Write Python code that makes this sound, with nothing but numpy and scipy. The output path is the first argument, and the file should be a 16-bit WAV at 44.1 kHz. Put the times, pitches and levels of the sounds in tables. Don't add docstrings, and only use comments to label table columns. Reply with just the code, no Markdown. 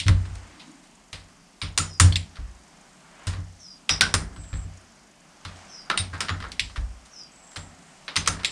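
import sys
import numpy as np
from scipy import signal
from scipy.io import wavfile
from scipy.ndimage import uniform_filter1d

SR = 44100
rng = np.random.default_rng(int(sys.argv[2]) if len(sys.argv) > 2 else 0)


def nominal_scale(level):
    x = np.asarray(level, float) / 20
    return 10 ** x


def pcm_store(signal):
    levels = np.round(np.clip(np.atleast_2d(signal), -1, 1) * 32767)
    wavfile.write(sys.argv[1], SR, levels.astype(np.int16).T)


N = 375320


def fade(t, t60):
    return np.exp(-np.log(1000) * np.maximum(t, 0) / t60) * (t >= 0)


def band(x, low_hz, high_hz):
    sos = signal.butter(3, [low_hz, high_hz], "band", fs=SR, output="sos")
    return signal.sosfilt(sos, x) * np.sqrt(SR / 2 / (high_hz - low_hz))


def add(out, start_s, x):
    i = max(int(start_s * SR), 0)
    out[i:i + len(x)] += x[:N - i]


def walk(rate_hz, size=N, sr=SR):
    hold = int(sr / rate_hz)
    steps = np.repeat(rng.standard_normal(size // hold + 1), hold)
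    return 1.5 * uniform_filter1d(uniform_filter1d(steps, hold), hold)[:size]


def rough_ring(t, hz, t60, width):
    waver = band(rng.standard_normal(np.shape(hz * t)), 5.8, 60 + width * np.mean(hz))
    return fade(t, t60) * (.5 + waver) * np.sin(2 * np.pi * hz * t)


# start in seconds, 2-5 kHz peak in dB,
# low band in dB re peak, high band in dB re peak, tail in dB re crack.
CLICKS = [(0.0, -19.5, -29, -10.5, -5), (1.6159, -20.5, -14.5, -17, -3), (1.7764, -10.5, -12.5, -1, -9),
          (1.9985, -8, -8.5, 0.4, -7.5), (2.1243, -25.5, -21, -8, -13), (2.157, -9, -31, -12, -16),
          (3.8924, -10, -12, -13, -8), (4.0088, -0.5, -12, -9, -14), (4.14, -10, -6, -1.5, -13),
          (5.8995, -14.5, -4, -14.5, -11), (5.9138, -19.5, -2.5, -19, -16),
          (5.9752, -11.5, -18.5, -10.5, -9), (6.2051, -15, -10.5, -7, -8), (6.2841, -19, -13, -33, -10.5),
          (6.2921, -18, -2.5, -18, -13), (6.518, -26.5, -28, -10, -11), (6.5949, -7.5, -28.5, -14, -14.5),
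          (8.08, -24.5, -8, -23, -4.5), (8.1576, -15, -16.5, -16, -4), (8.164, -10, -14.5, -6, -12.5),
          (8.2602, -22, -13, -11, -9), (8.2745, -12.5, -7, -0.5, -11), (8.4467, -5, -28, -13.5, -14.5)]
# start in seconds, peak in dB, low band in dB re peak,
# high band in dB re peak, tail in dB.
SCRAPES = [(0.065, -19, -12, -14, -18), (0.0812, -11, -7, -9.5, -16.5), (0.595, -33.5, -14.5, -15, -4.5),
           (1.129, -23, -14, -11, -7), (2.3544, -31, -12, -17, -25), (3.2695, -22, -9, -5.5, -6.5),
           (3.3288, -33, -2.5, -18, -8), (4.3136, -47, 5, -12, -11), (4.5291, -25.5, -7, -26, -15),
           (5.4505, -23, -7.5, -13, -10.5), (6.131, -30.5, 4, -15, -9), (6.4203, -29, -7, -20, -8),
           (6.4394, -32, 3.5, -16, -11.5), (6.7585, -27, -4, -13.5, -12.5), (7.5587, -25, -8, -8.5, -8),
           (8.3294, -33, -1, -10, -12), (8.3913, -28.5, -3, -15, -10)]
# start in seconds, peak in dB.
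TICKS = [
    (0.2528, -39.5),
    (2.368, -40),
    (4.362, -41),
    (4.436, -45),
    (6.1445, -34),
    (6.402, -33),
    (6.697, -40),
    (8.433, -29),
]
# start in seconds, peak in dB.
BRUSHES = [
    (0.3494, -41),
    (0.8344, -45),
    (1.2844, -45),
    (5.5594, -45),
    (7.0494, -43),
    (7.5158, -43),
    (8.0394, -48),
]


def contacts():
    clicks = [(*row, .004) for row in CLICKS]
    scrapes = [(*row, .003 - .0006 * row[1]) for row in SCRAPES]
    ticks = [(*row, -6, -13, -7, .004) for row in TICKS]
    brushes = [(*row, -7, -3, -9, .028) for row in BRUSHES]
    return clicks + scrapes + ticks + brushes


# frequency in Hz, level in dB.
STEEL = [(800, -5), (1350, 15), (1600, 5.5), (2330, 6), (2900, 3), (3470, -0.5), (3750, -2), (4250, -15),
         (5050, 6), (5600, 1), (6400, -8), (7200, 4), (8600, 4.5), (9200, 7.5)]
# low edge in Hz, high edge in Hz, t60 in seconds, level in dB.
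SHED_BANDS = [(380, 1000, 0.55, -3.5), (1030, 1980, 0.41, 3.5), (1890, 4610, 0.29, -3),
              (5130, 9440, 0.26, 0), (10200, 14800, 0.2, -5)]


def strikes():
    out, t = np.zeros(N), np.arange(SR // 3) / SR
    mode_hz, mode_db = np.transpose(STEEL)
    steel = rough_ring(np.arange(SR) / SR, mode_hz[:, None], np.inf, .041)
    starts_s, peaks_db, low_db, high_db, tail_db, scrape_s = np.transpose(contacts())[:, :, None]
    scrape_s = np.maximum(scrape_s, .001)
    hardness = np.clip(.006 / scrape_s, 0, 1)

    impact = 2.4 * fade(t, .008) * (1 - fade(t, .004)) + .55 * fade(t, .025)
    floor_bounce = .45 * fade(t - .0085, .02)
    crack = hardness * (impact + floor_bounce)
    chance = rng.random(crack.shape) * SR / 300
    grains = (chance < 1) * chance * 1.3 * fade(t, 5 * scrape_s)
    blows = crack + signal.lfilter([1], [1, -.985], grains)
    build = (1 - fade(t, .0099 + scrape_s)) * np.cos(np.pi / 2 * t / t[-1]) * nominal_scale(tail_db)

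    bursts, noise = 0, rng.standard_normal(crack.shape)
    for (low_hz, high_hz, t60, band_db), share_db in zip(SHED_BANDS, (low_db, low_db, 0, high_db, high_db)):
        tail = fade(t, t60 + 2 * scrape_s) * build
        shape = min(low_hz / 900, 1) * blows + tail
        bursts = bursts + nominal_scale(share_db + band_db - 6.5) * band(shape * noise, low_hz, high_hz)

    luck_db = 4 * np.clip(rng.standard_normal((len(peaks_db), len(STEEL))), -2, 1.3)
    low_tilt_db = low_db * np.interp(mode_hz, [1200, 3500], [1, 0])
    high_tilt_db = high_db * np.interp(mode_hz, [3500, 7500], [0, 1])
    gains = hardness * nominal_scale(low_tilt_db + high_tilt_db + mode_db + luck_db + tail_db - 17.5)
    offsets = rng.integers(SR // 2, size=len(peaks_db))
    for start_s, peak_db, burst, gain, k in zip(starts_s[:, 0], peaks_db, bursts, gains, offsets):
        ring = gain @ steel[:, k:k + len(t)] * fade(t, .21)
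        add(out, start_s, nominal_scale(peak_db) * (burst + ring))
    return out


# (start in seconds, level in dB).
RINGS = [(560, .15, [(.08, -36)]), (1335, .22, [(1.781, -29), (2.0, -30.5), (5.902, -20.5), (6.206, -32.5),
         (6.292, -35), (6.441, -40), (8.275, -31)]), (1520, .2, [(4.009, -14)]), (2020, .09, [(.085, -28),
         (8.166, -24)]), (2800, .1, [(0, -32), (6.595, -29)]), (3290, .05, [(2.123, -24)]),
         (3740, .16, [(3.891, -21), (5.976, -24.5)]), (4350, .07, [(0, -32), (2.124, -25.5), (5.451, -43)]),
         (5050, .22, [(3.893, -19), (4.009, -26)]), (5650, .23, [(3.895, -20), (4.009, -27)]),
         (6250, .16, [(8.167, -27), (8.273, -26)]), (6970, .25, [(1.777, -27.5), (3.27, -45.5),
         (6.293, -45)]), (7550, .2, [(2.0, -30), (2.16, -38), (3.893, -36), (6.595, -36), (8.446, -30)]),
         (8850, .17, [(1.62, -41), (1.778, -29), (1.999, -22), (4.139, -31.5), (5.974, -21)])]


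def singing_parts():
    out, t = np.zeros(N), np.arange(SR // 3) / SR
    for hz, t60, blows in RINGS:
        rings = rough_ring(t, np.full((len(blows), 1), hz), t60, .016 + .001 / t60)
        for (start_s, db), ring in zip(blows, rings):
            add(out, start_s, nominal_scale(db + 1.2) * ring)
    return out


# start in seconds, 90 Hz sway peak in dB, deep sway in dB re peak, panel modes in dB re peak.
JOLTS = [(0.0, -36, -16, -7), (0.059, -13.5, -17, -14.5), (0.089, -9, -12.5, -12.5),
         (0.309, -33, -3.5, -26), (1.128, -39.5, -7.5, -6.5), (1.626, -28.5, -8, -6.5),
         (1.79, -25.5, -16, -4.5), (2.005, -9.5, -25, -11.5), (2.039, -9, -18, -18), (2.109, -19, -29, -17),
         (2.387, -38, 6, -6), (3.27, -21, -13, -14), (3.378, -29, -12, -9), (3.905, -30.5, -6, -2.5),
         (4.02, -28.5, -12, -4.5), (4.139, -21, -9, -10), (4.198, -31, 1, -10), (4.378, -35.5, -4, -6),
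         (4.529, -26.5, -2.5, -8.5), (4.649, -34.5, -13, -9), (5.453, -34.5, -14, -8),
         (5.995, -25, -19, -20), (6.129, -30.5, -19, -10), (6.307, -23, -19, -12), (6.41, -33, -6.5, -21),
         (6.778, -32.5, 7, -11), (7.57, -35.5, -13, -5.5), (8.169, -29.5, -11, -4), (8.288, -28, -10, -4.5),
         (6.61, -38, -1, -10)]
# frequency in Hz, level in dB, t60 in seconds, group (0 sway, 1 deep, 2 panel).
FRAME = [(44, 8, 0.41, 1), (60.05, 7, 0.52, 1), (83.5, -7, 0.42, 0), (91.14, 2.5, 0.5, 0),
         (101.6, -10.5, 0.29, 0), (157.3, 2, 0.43, 2), (207.4, -4.5, 0.35, 2), (288.7, -2, 0.22, 2),
         (400, -14, .2, 2), (530, -14, .2, 2)]


def frame():
    out, t = np.zeros(N), np.arange(SR * 5 // 9) / SR
    hz, mode_db, t60, group = np.transpose(FRAME)
    choke = np.exp(-(t / .4) ** 2)
    decay = fade(t, t60[:, None]) * (1 - fade(t, .042)) * choke
    for start_s, db, deep_db, panel_db in JOLTS:
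        detune = 1 + .008 * rng.standard_normal(len(FRAME))
        group_db = np.array([0, deep_db, panel_db])[group.astype(int)]
        gain = nominal_scale(db - 1.5 + mode_db + group_db)
        add(out, start_s, -gain @ (decay * np.sin(2 * np.pi * np.outer(hz * detune, t))))
    return out


def stir(t, weight, lift_db, t60):
    power = 0
    for start_s, db, low_db, *_ in CLICKS + SCRAPES:
        swell = fade(t - start_s, t60) ** 2 * (1 - fade(t - start_s, .06))
        power = power + nominal_scale(db + weight * low_db + lift_db) ** 2 * swell
    return 10 * np.log10(1 + power)


# frequency in Hz, level in dB per Hz.
AIR = [(15, -41), (25, 5), (91, -14), (113, -26), (147, 1), (244, -3), (472, -15.5), (741, -9),
       (940, -13.5), (2250, -17.5), (4250, -24.5), (6670, -16.5), (9170, -32.5), (12600, -53.5),
       (14000, -70)]
# time in seconds, level in dB re rest.
EFFORT = [(0, 4), (.5, 6), (.9, -1.5), (1.59, -2), (2.2, -2), (2.4, 3), (2.6, 1), (3.0, 3), (3.25, 9),
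          (3.45, -1), (4.3, -2), (4.6, 4), (5.12, -1.5), (5.4, 2), (5.6, 8), (5.9, 3), (6.9, 0), (8.13, 5)]
REST_DB = [-6.5, -3, -4.5]
EFFORT_SHARES = [.2, 1.01, .7]
STIR_DB = [39, 24, 14]
STIR_T60_S = [.8, .6, .9]


def air():
    control_s = np.arange(0, N / SR, .005)
    effort_db = np.interp(control_s, *np.transpose(EFFORT))
    layers = zip(REST_DB, EFFORT_SHARES, (1, 1, 0), STIR_DB, STIR_T60_S)
    layers_db = np.array([rest_db + share * effort_db + stir(control_s, weight, lift_db, t60)
                          for rest_db, share, weight, lift_db, t60 in layers])
    hz, db = np.transpose(AIR)
    centres_hz = 30 * 2 ** np.arange(0, 9, .5)
    weights = nominal_scale(np.interp(np.log(centres_hz), np.log(hz), db)) * np.sqrt(centres_hz)
    weights = weights / np.sqrt(np.sum(weights ** 2))
    layer_shares = [1, 0, 0, 0], [0, 1, 1, 0], [0, 0, 0, .5]
    out, t, noises = 0, np.arange(N) / SR, rng.standard_normal((3, N))
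    for k, (centre_hz, weight) in enumerate(zip(centres_hz, weights)):
        mix = [np.interp(np.log2(centre_hz / 300), [0, 1.5, 3, 4], row) for row in layer_shares]
        gust = nominal_scale(mix @ layers_db + 1.02 * walk(6.6, size=len(control_s), sr=200))
        noise = band(noises[k % 2], centre_hz / 2 ** .25, centre_hz * 2 ** .25)
        out = out + weight * np.interp(t, control_s, gust) * noise
    return out * nominal_scale(-50) + nominal_scale(-62.5) * band(noises[-1], 10310, 12400)


def insect():
    cycle = np.cumsum(25.2 * (1 + .05 * walk(9))) / SR % 1
    pulses = np.exp(-((cycle - .5) / .12) ** 2)
    puffs = nominal_scale(3.5 * walk(25)) * pulses * rng.standard_normal(N)
    return nominal_scale(-66) * band(puffs, 6300, 7500) + nominal_scale(-63) * band(puffs, 4800, 9600)


# time in seconds, level in dB.
DRONE = [
    (.3, -73),
    (.5, -59.5),
    (.7, -51),
    (.95, -69),
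]


def drone():
    s, db = np.transpose(DRONE)
    level_db = np.interp(np.arange(N) / SR, s, db, left=-120, right=-120)
    return nominal_scale(level_db) * band(rng.standard_normal(N), 227, 310)


def whistle(shape, calls, second_hz, second_follows, second_db, echo_t60):
    out, flutter = np.zeros(N), walk(330)
    s, hz, db = np.transpose(shape)

    def voice(pitch_hz, wobble):
        return np.sin(2 * np.pi * np.cumsum(pitch_hz * (1 + wobble)) / SR)

    for start_s, call_db, stretch in calls:
        t = np.arange(0, s[-1], 1 / SR / stretch)
        waver = flutter[int(start_s * SR):][:len(t)]
        first_hz = np.interp(t, s, hz)
        upper_hz = second_hz + second_follows * (first_hz - hz[0])
        tone = voice(first_hz, .013 * waver[::-1]) + nominal_scale(second_db) * voice(upper_hz, .02 * waver)
        level = nominal_scale(np.interp(t, s, db) + call_db + 3.1 * waver)
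        add(out, start_s, tone * level * signal.windows.tukey(len(t), .1))
    t = np.arange(SR // 3) / SR
    echoes = rng.standard_normal(len(t)) * fade(t - .005, echo_t60)
    echoes[0] = 3.5
    return signal.fftconvolve(out, echoes / np.sqrt(np.sum(echoes ** 2)))[:N] * nominal_scale(4.5)


# time from start in seconds, lower pitch in Hz, level in dB.
GLIDE = [(0, 5760, -11), (.03, 5470, -4), (.07, 5210, -.6), (.12, 4950, -2.5), (.155, 4790, -9),
         (.185, 4740, -20)]
SEEP = [(0, 7980, -10), (.06, 7780, -6), (.15, 7590, -4), (.25, 7540, -1), (.33, 7520, -12)]
# start in seconds, level in dB, stretch.
GLIDES = [
    (1.828, -48, 1.01),
    (3.577, -47, 1.01),
    (5.668, -46, 1.01),
    (7.104, -47, .88),
]
SEEPS = [
    (4.315, -53.5, 1.01),
    (7.275, -55.5, 1.3),
]


def birds():
    return whistle(GLIDE, GLIDES, 6170, .88, -4, .2) + whistle(SEEP, SEEPS, 8080, .15, -4, .25)


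def scene():
    mono = strikes() + singing_parts() + frame() + air() + insect() + drone() + birds()
    return np.array([mono, mono])


def follow(x, attack_s, release_s, size=32):
    level, out = 0., []
    for peak in np.abs(x[:N // size * size]).reshape(-1, size).max(axis=1):
        time_s = attack_s if peak > level else release_s
        level += (peak - level) * (1 - np.exp(-size / SR / time_s))
        out.append(level)
    return np.interp(np.arange(N), (np.arange(len(out)) + 1) * size, out)


def low_pass(x):
    return signal.sosfilt(signal.butter(12, 16340, fs=SR, output="sos"), x)


def record(dry):
    dry = signal.sosfilt(signal.butter(2, 32, "high", fs=SR, output="sos"), dry)
    body = signal.sosfiltfilt(signal.butter(10, 10100, fs=SR, output="sos"), dry)
    dry = body + nominal_scale(-21) * (dry - body)
    level = .75 * follow(dry[0], attack_s=.0025, release_s=.25)
    gain = np.minimum(nominal_scale(-7) / (level + 1e-9), 1) ** .39
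    wet = np.clip(dry * gain, -.87, .87)
    top = signal.sosfilt(signal.butter(10, 12500, "high", fs=SR, output="sos"), wet[0])
    side = (.55 + .6 * walk(30)) * top
    wet = wet + side * np.array([[1], [-1]])
    wet = signal.sosfilt(signal.ellip(8, .2, 70, 16000, fs=SR, output="sos"), wet)
    return low_pass(wet)


dry = scene()
out = record(dry)
pcm_store(out)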